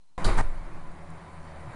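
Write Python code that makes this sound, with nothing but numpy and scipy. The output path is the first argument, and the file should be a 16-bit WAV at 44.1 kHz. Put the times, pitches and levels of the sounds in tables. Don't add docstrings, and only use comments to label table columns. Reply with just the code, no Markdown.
import sys
import numpy as np
from scipy import signal
from scipy.fft import rfft, irfft, next_fast_len
from scipy.io import wavfile
from scipy.ndimage import uniform_filter1d, map_coordinates

SR = 44100
rng = np.random.default_rng(int(sys.argv[2]) if len(sys.argv) > 2 else 0)


def gain_from_decibels(decibels):
    exponent = np.asarray(decibels, float) / 20
    return 10 ** exponent


def generate_wav(signal):
    frames = np.transpose(np.atleast_2d(signal))
    scaled = np.clip(frames, -1, 1) * 32767
    pcm = np.round(scaled).astype(np.int16)
    wavfile.write(sys.argv[1], SR, pcm)


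N = 77175
T = np.arange(N) / SR
OPEN_S = 0.1795


def unit(x):
    return x / np.sqrt(np.mean(x ** 2) + 1e-20)


def filtered(x, response):
    m = next_fast_len(N + SR)
    return irfft(rfft(x, m) * response(np.fft.rfftfreq(m, 1 / SR)), m)[:N]


def wobble(rate):
    knots = rng.standard_normal(int(N * 60 / SR) + 4)
    return map_coordinates(knots, [T * min(rate, 59)])


def rush(colour, patchy_db):
    z = signal.stft(rng.standard_normal(N), nperseg=512)[2]
    field = uniform_filter1d(rng.standard_normal(z.shape), size=5, axis=0)
    field = uniform_filter1d(field, size=8, axis=1)
    noise = signal.istft(z * gain_from_decibels(patchy_db * unit(field)), nperseg=512)[1][:N]
    f, db = np.transpose(colour)

    def response(hz):
        return gain_from_decibels(np.interp(np.log(hz + 1), np.log(f + 1), db, left=-120, right=-120))
    return unit(filtered(noise, response))


def burst(s, rise, t60):
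    u = np.clip(T - s, 0, None)
    return (1 - np.exp(-u / rise)) * gain_from_decibels(-60 * np.clip(u - rise, 0, None) / t60)


def ring(s, hz, db, t60, rise=0.0038):
    return gain_from_decibels(db) * burst(s, rise, t60) * np.sin(2 * np.pi * hz * (T - s))


def microphone_noise():
    # (frequency [Hz], density [dB per Hz])
    hiss_colour = [(70, -10), (160, 3.5), (400, -10.5), (1000, -4.5), (1600, -13.5), (9500, -16.5),
                   (11500, -18)]
    # (frequency [Hz], level [dB])
    whine_tones = [(4125, -79), (157, -84)]
    hiss = gain_from_decibels(-74) * rush(hiss_colour, patchy_db=.5)
    pulse_s = .069
    on = np.clip(3 * np.sin(2 * np.pi * (T - .007) / pulse_s) + .6, 0, 1)
    whine = sum(gain_from_decibels(db) * np.sin(2 * np.pi * hz * T) for hz, db in whine_tones)
    return hiss + on * whine


def opening_click():
    # (time after opening [s], frequency [Hz], level [dB], t60 [s])
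    click_modes = [
        (0, -1000, -31, .03),
        (0, -700, -34, .02),
        (.004, -1080, -33, .025),
    ]
    rings = sum(ring(OPEN_S + s, *mode, rise=.0001) for s, *mode in click_modes)
    return rings - gain_from_decibels(-25) * burst(OPEN_S, .0002, .15)


def fan_tones():
    # (frequency [Hz], width [Hz], level [dB])
    fan_modes = [(79.6, 6.6, -11.5), (160.9, 19.5, -7), (190.7, 14.3, -13), (292.3, 7.2, -22.5),
                 (364.5, 6.9, -17.5), (562.2, 13.5, -15.5), (717, 19, -16), (1004.7, 28, -13),
                 (7500, 40, -38), (7500, 40, -36), (9290, 280, -26.5)]

    def tone(hz, width_hz):
        def response(f):
            peak = 1j * f * width_hz / (hz * hz - f * f + 1j * f * width_hz)
            return peak ** 2
        return unit(filtered(rng.standard_normal(N), response))
    return sum(gain_from_decibels(db) * tone(hz, width_hz) for hz, width_hz, db in fan_modes)


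def draft_roar():
    # (time [s], level [dB])
    draft = [(.18, -39), (.45, -40.5), (.6, -43), (.9, -44), (1.2, -42.5), (1.5, -42), (1.62, -41.5),
             (1.69, -41), (1.75, -39.5)]
    # (frequency [Hz], density [dB per Hz])
    roar_colour = [(170, 2), (230, -1), (430, -4.5), (560, -1), (1050, -0.5), (1500, -7), (2300, -10.5),
                   (2800, -21.5), (3600, -49)]
    fizz_colour = [(2200, -39), (3000, 2), (3300, -2), (3800, 0), (4700, -2.5), (5300, -7), (8300, -7.5),
                   (9300, -7.5), (11500, -13)]
    rumble_colour = [(2.4, -14), (4.0, 18), (16, 6.5), (81, -9), (118, -3.5), (165, -3.5), (260, -25),
                     (340, -6), (570, -120)]
    draft_db = np.interp(T, *np.transpose(draft))
    flutter_db = .45 * wobble(9)
    roar = gain_from_decibels(flutter_db + .8 * wobble(35)) * rush(roar_colour, patchy_db=.9)
    fizz = gain_from_decibels(-17 + flutter_db) * rush(fizz_colour, patchy_db=-1.7)
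    rumble_db = 4 - 1.26 * (draft_db - draft_db.mean()) + 1.4 * wobble(6.2)
    rumble = gain_from_decibels(rumble_db) * rush(rumble_colour, patchy_db=-1.16)
    return gain_from_decibels(draft_db) * (roar + fizz + rumble + fan_tones())


def flue_throb():
    # (time [s], pitch [Hz], level [dB], octave level [dB])
    flue = [(0.6, 79.6, -51.5, -59), (0.676, 80.0, -63, -67), (0.794, 80.05, -51.5, -46),
            (0.82, 79.8, -55, -66), (0.92, 79.4, -58, -56), (1.054, 80.96, -49, -61),
            (1.09, 81.13, -46.5, -42.5), (1.226, 83.05, -60, -54), (1.288, 82.6, -46.5, -80),
            (1.314, 81.44, -50.5, -56), (1.576, 78.3, -48, -52), (1.634, 75.04, -50.5, -59),
            (1.652, 75.1, -48, -46), (1.75, 74.7, -46.5, -66)]
    s, hz, db, octave_db = np.transpose(flue)
    phase = 2 * np.pi * np.cumsum(np.interp(T, s, hz)) / SR
    pitch = gain_from_decibels(np.interp(T, s, db)) * np.sin(phase)
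    octave = gain_from_decibels(np.interp(T, s, octave_db)) * np.sin(2 * phase)
    return gain_from_decibels(8.5) * (pitch + octave)


def rattle(contacts, body_colour, bright_colour):
    body = sum(gain_from_decibels(db) * burst(s, rise, t60) for s, rise, db, _, t60 in contacts)
    bright = sum(gain_from_decibels(db) * burst(s, rise, 0.8 * t60) for s, rise, _, db, t60 in contacts)
    body = body * gain_from_decibels(1.1 * wobble(53.2)) * rush(body_colour, patchy_db=-1.0)
    return body + bright * rush(bright_colour, patchy_db=1.5)


def knocks():
    # (time [s], rise [s], body level [dB], bright level [dB], t60 [s])
    first = [
        (.2428, 0.00092, -49, -34.5, .12),
        (.2452, 0.0011, -31.5, -41, 0.095),
        (.255, 0.0038, -30, -43.5, 0.77),
        (0.282, 0.0026, -37, -59, .15),
    ]
    second = [
        (.371, 0.0027, -30, -43.5, 0.26),
        (.3785, 0.0023, -30, -47.5, 0.25),
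    ]
    # (frequency [Hz], density [dB per Hz])
    first_body = [(110, -10), (200, -11.5), (350, 0.5), (480, -5), (1010, -1.5), (1600, -10), (2300, -12),
                  (3000, -25.5), (3800, -24)]
    first_bright = [(2500, -24), (3000, -3), (3500, -7.5), (3900, 2.5), (4800, -1.5), (5500, -9),
                    (8300, -8), (9500, -3.5), (11500, -15.5)]
    second_body = [(76, -31), (130, 2.5), (453, -25.5), (786, -5), (1260, -9.5), (1710, -12), (1870, -10),
                   (3000, -31.5), (3900, -67), (6600, -120)]
    second_bright = [(2300, -25), (3000, -5), (3800, -1), (6800, -5.5), (8600, 1), (11500, -10)]
    return rattle(first, first_body, first_bright) + rattle(second, second_body, second_bright)


def cracks():
    # (time [s], frequency [Hz], level [dB], t60 [s])
    crack_modes = [
        (.243, 3920, -39, 0.044),
        (.2445, 4650, -34.5, 0.049),
        (.249, 1465, -29, .06),
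        (.3785, 1246, -28, .06),
        (.3785, 1110, -33, 0.049),
        (.383, 1853, -31.5, 0.061),
        (.381, 2144, -33.5, 0.058),
        (.742, 96, -34, 0.18),
    ]
    return sum(ring(*mode, rise=.0006) for mode in crack_modes)


def housing_ring():
    # (time [s], level [dB])
    blows = [
        (.252, 2),
        (0.377, -13),
    ]
    # (frequency [Hz], level [dB], t60 [s])
    housing = [(95, -23.5, 0.28), (218.1, -31, 0.212), (354, -31, 0.34), (394.2, -33.5, 0.27),
               (639, -40.5, 0.46), (1244, -44, 0.18), (3760, -50.5, 0.5), (4680, -47, 0.26),
               (7693, -49, 0.19)]
    return sum(ring(s, hz, db + level + rng.normal(0, 2), t60)
               for s, db in blows for hz, level, t60 in housing)


def stand_sway():
    # (time [s], frequency [Hz], negative = starts downward, level [dB], t60 [s])
    sways = [
        (0.253, 28, -16.5, 1.46),
        (0.263, -4.5, -17.5, 0.68),
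        (0.39, -14, -7.5, 0.31),
        (.448, 16, -9, 0.53),
        (0.421, 31.5, -25, 1.16),
        (.72, 10, -19.5, 1),
    ]
    # (time [s], level [dB], build-up [s])
    shoves = [
        (.259, -14.5, 0.028),
        (0.384, -10.5, 0.017),
    ]
    let_go_s = 0.0071
    push = sum(gain_from_decibels(db) * np.exp(np.where(T < s, (T - s) / build, (s - T) / let_go_s))
               for s, db, build in shoves)
    return push + sum(ring(*mode, rise=0.0029) for mode in sways)


def ember_spit():
    # (time [s], level [dB], t60 [s])
    spit_event = (1.1034, -44, .008)
    # (frequency [Hz], density [dB per Hz])
    spit_colour = [(5200, -25), (6500, -7), (8000, -14), (9400, 0), (10800, -12)]
    s, db, t60 = spit_event
    return gain_from_decibels(db) * burst(s, .0004, t60) * rush(spit_colour, patchy_db=0)


def thud():
    # (time [s], frequency [Hz], level [dB], t60 [s])
    thud_mode = (1.676, 118, -26, .11)
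    return ring(*thud_mode)


def scene():
    stove = draft_roar() + flue_throb() + ember_spit() + thud()
    handling = knocks() + cracks() + housing_ring() + stand_sway()
    return (opening_click() + stove + handling)[None]


def low_pass(x):
    return signal.sosfilt(signal.butter(12, 11370, fs=SR, output="sos"), x)


def record(dry):
    step_s, step_db = .4117, -6.5
    edge_hz, edge_db_per_khz = 10340, 19.5
    gain = (T >= OPEN_S) * np.where(T < step_s, 1, gain_from_decibels(step_db))

    def input_filter(hz):
        return gain_from_decibels(-edge_db_per_khz * np.clip(hz - edge_hz, 0, None) / 1000)
    heard = filtered(dry[0] * gain + microphone_noise(), input_filter)
    dc_offset = -.0036
    return low_pass(heard[None] + dc_offset)


dry = scene()
out = record(dry)
generate_wav(out)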